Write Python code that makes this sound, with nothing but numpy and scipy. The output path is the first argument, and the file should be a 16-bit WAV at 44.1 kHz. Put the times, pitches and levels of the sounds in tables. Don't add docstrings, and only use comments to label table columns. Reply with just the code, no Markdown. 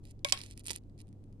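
import sys
import numpy as np
from scipy import signal
from scipy.fft import rfft, irfft
from scipy.io import wavfile

SR = 44100
rng = np.random.default_rng(int(sys.argv[2]) if len(sys.argv) > 2 else 0)


def file_out(sig):
    cols = np.atleast_2d(sig).T
    lim = np.clip(cols, -1, 1)
    pcm = np.round(lim * 32767).astype(np.int16)
    wavfile.write(sys.argv[1], SR, pcm)


N = 61739


def undb(db):
    return 10 ** (np.asarray(db) / 20)


def unit(x):
    return x / np.sqrt(np.mean(x ** 2))


def sine(hz, t):
    return np.sin(2 * np.pi * (hz * t + rng.random()))


def bins():
    return np.maximum(np.arange(N + 1) * SR / (2 * N), 1)


def curve(points):
    hz, value = np.array(points, float).T
    return np.interp(np.log(bins()), np.log(hz), value)


def colour(x, db, taps=1024):
    log_gain = np.interp(np.linspace(0, SR / 2, taps + 1), bins(), db) * np.log(10) / 20
    cepstrum = irfft(log_gain)[:taps]
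    cepstrum[1:] *= 2
    response = irfft(np.exp(rfft(cepstrum, 2 * taps)))[:taps]
    return signal.fftconvolve(x, response)[:len(x)]


def burst(env, db):
    noise = env * rng.standard_normal(len(env))
    for _ in range(6):
        flat_spectrum = np.exp(1j * np.angle(rfft(noise, 2 * len(env))))
        noise = env * np.sign(irfft(flat_spectrum)[:len(env)])
    noise = colour(noise, db)
    return noise * np.sqrt(np.sum(env ** 2) / np.sum(noise ** 2))


def place(x, pan_db, left_lag_s=0.00022, scatter_s=0.00068, scatter_share=0.35):
    t = np.arange(SR // 250) / SR
    scatter = burst(np.exp(-t / scatter_s), np.zeros(N + 1))
    scattered = signal.fftconvolve(x, scatter)[:len(x)] / np.linalg.norm(scatter)
    left = np.sqrt(1 - scatter_share) * x + np.sqrt(scatter_share) * scattered
    left = np.pad(left, (round(left_lag_s * SR), 0))[:len(x)]
    shade = pan_db / 2 * np.ones(N + 1)
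    return np.array([colour(left, shade), colour(x, -shade)])


def add(out, at, x):
    start = int(at * SR)
    out[:, start:start + x.shape[1]] += x[:, :N - start]


def tail(x, bands, gap_s=0.0012):
    t, out = np.arange(SR // 3) / SR, []
    centres = np.log([row[0] for row in bands])
    for _ in range(2):
        noise, response = rfft(rng.standard_normal(len(t)), 2 * N), 0
        for (_, t60, db), share in zip(bands, np.eye(len(bands))):
            band = irfft(noise * np.interp(np.log(bins()), centres, share))[:len(t)]
            env = np.exp(-np.log(1000) * t / t60) * (t > gap_s)
            response += undb(db) * band * env / np.linalg.norm(env)
        out.append(signal.fftconvolve(x[1], response)[:N])
    return np.array(out)


# f/Hz, relative spectral level/dB
ROOM_SPECTRUM = [(20, -0.5), (58, 1), (80, -12), (135, -2), (170, -9.5), (280, -9), (400, -16.5),
                 (1000, -38.5), (1700, -50), (9000, -57.5), (16000, -68)]
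# f/Hz, level/dB
MAINS_HUM = [(99.9, -55), (200, -67), (252, -71.5), (292, -70)]
def room_tone(mid_db=-53.5):
    t, mid_shape = np.arange(N) / SR, curve(ROOM_SPECTRUM)
    side_shape = mid_shape + curve([(300, -10.5), (1497, 0)])
    mid = irfft(rfft(rng.standard_normal(2 * N)) * undb(mid_shape))[:N]
    side = irfft(rfft(rng.standard_normal(2 * N)) * undb(side_shape))[:N]
    hum = sum(undb(db) * np.sqrt(2) * sine(hz, t) for hz, db in MAINS_HUM)
    return undb(mid_db) * np.array([mid + side, mid - side]) / mid.std() + hum


# f/Hz, relative level/dB
SHELL_RING = [(300, -12), (1300, -12.5), (2200, -0.5), (3500, -2), (5000, -1), (6200, -6), (7700, -2),
              (9400, 0), (11500, -8), (16000, -33.5)]
# f/Hz, left minus right level/dB
EGG_SHADE = [(900, -3.5), (2300, -7.5), (6800, -11), (9000, -1.5)]
# start t/s, end t/s, start level/dB, end level/dB
MEMBRANE_PULLS = [(0.031, 0.119, -76, -65.5), (0.263, 0.315, -53, -48.5), (0.362, 0.473, -55.5, -62.5),
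                  (0.475, 0.537, -65.5, -63.5), (0.548, 0.611, -81, -59.5), (0.649, 0.677, -60.5, -51),
                  (0.685, 0.785, -46.5, -63.5), (0.983, 1.02, -70.5, -62)]
def membrane_tearing(snaps_per_s=1200, spread_db=4, slips_per_s=220, slip_db=4.5, rub_db=-7):
    t, effort = np.arange(N) / SR, np.zeros(N)
    for start, end, start_db, end_db in MEMBRANE_PULLS:
        gate = np.clip(np.minimum(t - start, end - t) / 0.007 + 0.5, 0, 1)
        effort += gate * undb(np.interp(t, [start, end], [start_db, end_db]))
    slips = undb(slip_db * np.interp(t * slips_per_s, np.arange(N), rng.uniform(-0.8, 1, N)))
    snaps = (rng.random(N) < snaps_per_s / SR) * rng.choice([-1., 1.], N)
    sizes = undb(spread_db * np.minimum(rng.exponential(size=N), 3))
    rub = undb(rub_db) * rng.standard_normal(N)
    crackle = colour(unit(slips * snaps * sizes) + rub, curve(SHELL_RING))
    return place(effort * unit(crackle), curve(EGG_SHADE))


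# t/s, level/dB, relative lift from 8 kHz up/dB
SHELL_CRACKS = [(0.052, -51, 3.5), (0.109, -47.5, 16), (0.1915, -62.5, -4), (0.2854, -33, -3),
                (0.2933, -35, -3), (0.2979, -33, -7), (0.374, -35.5, -13), (0.389, -42, -1),
                (0.404, -40, -22), (0.414, -35, -1), (0.4353, -38.5, -1.5), (0.461, -43.5, 6.5),
                (0.510, -41, 4.5), (0.575, -39.5, 5), (0.5937, -42, 14.5), (0.636, -56, 8),
                (0.6417, -50.5, 8), (0.655, -43, 5), (0.6638, -31.5, 10), (0.6699, -29, 12),
                (0.6815, -29.5, 1.5), (0.6946, -31.5, -6.5), (0.7045, -24.5, -4), (0.7099, -25.5, 6),
                (0.716, -33.5, 5.5), (0.7311, -36, 7), (0.737, -46, 0), (0.7547, -40, -5),
                (0.7598, -30.5, 7.5), (0.7616, -43, 7), (0.7716, -48, -3), (0.836, -70.5, -5.5),
                (0.8964, -67, -2), (0.9777, -59.5, -2), (0.9885, -55.5, 1), (1.002, -50, 1),
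                (1.0139, -50, 8), (1.07, -66, 3), (1.080, -64, -0.5), (1.088, -61, 4), (1.127, -62.5, -1),
                (1.239, -64, 3), (1.3258, -64.5, -4.5)]
# t/s, level/dB
LIFT_POPS = [(0.7038, -35.5), (0.717, -45.5)]
# f/Hz, relative level/dB
POP_SPECTRUM = [(120, 9), (300, 4), (900, 7), (9000, -92)]
def shell_cracking(rise_s=0.0013, fall_s=0.0006, pop_fall_s=0.0018):
    out, t = np.zeros((2, N)), np.arange(SR // 40) / SR
    env = np.minimum(t / rise_s, 1) ** 3 * np.exp(-np.maximum(t - rise_s, 0) / fall_s)
    shell, pan = curve(SHELL_RING), curve(EGG_SHADE)
    treble_shelf = curve([(5500, 0), (8000, 1)])
    for at, db, lift_db in SHELL_CRACKS:
        crack = burst(env, shell + treble_shelf * lift_db)
        add(out, at, place(undb(db) * crack, pan))
    for at, db in LIFT_POPS:
        pop = burst(np.exp(-t / pop_fall_s), curve(POP_SPECTRUM))
        add(out, at, place(undb(db) * pop, pan))
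    return out


# t/s, bit level/dB, tub ring level/dB
LANDINGS = [(0.2471, -24.5, -33), (0.3233, -16.5, -30.5)]
# f/Hz, relative level/dB
SHELL_BIT_MODES = [
    [(2330, 0), (3230, -3), (3560, -1), (3930, -2), (4750, -7), (5350, -6), (6800, -10), (9800, -6)],
    [(2400, -2), (3100, -3), (3700, -4), (4380, -2), (4830, -2), (5340, 0), (6250, -2), (7120, 2),
     (8000, -1), (9400, -6), (11200, -10)],
]
# f/Hz, t60/s, relative level/dB at first spot hit, at second
TUB_MODES = [(577, 0.06, 5, -11.5), (756, 0.091, -11.5, -3.5), (1010, 0.045, -3.5, -2),
             (1096, 0.12, -5, -3), (1615, .06, -3.5, -16), (2274, .06, 2.5, -15), (2200, 0.19, -6, -8),
             (2610, .055, -21, -3.5), (3180, 0.099, -15, -0.5), (3430, 0.08, -7, -12),
             (3805, 0.05, -6.5, -1.5), (4450, 0.06, -23.5, -3.5), (5720, 0.041, -14, -6)]
# f/Hz, t60/s, level/dB relative to the chatter
TUB_DENSE_MODES = [(342, .15, -14.5), (930, 0.26, -3.5), (1584, 0.25, -11), (8000, 0.11, -20.5)]
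def tub_clacks(hold_s=0.0012, fall_s=0.0012, chatter_db=-10.5, bit_pan_db=-10, tub_pan_db=4):
    ringing, chatter, t = np.zeros((2, N)), np.zeros((2, N)), np.arange(SR // 5) / SR
    contact = np.exp(-np.maximum(t - hold_s, 0) / fall_s)
    tub_onset = 1 - np.exp(-t / 0.0011)
    low_cut = signal.butter(2, 1940, "high", fs=SR, output="sos")
    for spot, (at, bit_db, tub_db) in enumerate(LANDINGS):
        tones = unit(sum(undb(db) * sine(hz, t) for hz, db in SHELL_BIT_MODES[spot]))
        bit = signal.sosfilt(low_cut, contact * tones)
        add(ringing, at, place(undb(bit_db) * bit, bit_pan_db))
        add(chatter, at, place(undb(bit_db) * burst(contact, curve(SHELL_RING)), bit_pan_db))
        tub = sum(undb(spot_db[spot]) * sine(hz, t) * np.exp(-np.log(1000) * t / t60)
                  for hz, t60, *spot_db in TUB_MODES)
        tub /= tub[:SR // 100].std()
        add(ringing, at, place(undb(tub_db) * tub * tub_onset, tub_pan_db))
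    return ringing + undb(chatter_db) * chatter + tail(chatter, TUB_DENSE_MODES)


# f/Hz, t60/s, level/dB relative to the source
NEAR_REFLECTIONS = [(700, 0.02, -9.5), (9000, 0.022, -15.5)]
def scene():
    close = tub_clacks() + shell_cracking() + membrane_tearing()
    return close + tail(close, NEAR_REFLECTIONS) + room_tone()


def record(dry, top_hz=16500):
    return signal.sosfilt(signal.ellip(8, 0.2, 70, top_hz, fs=SR, output="sos"), dry)


dry = scene()
out = record(dry)
file_out(out)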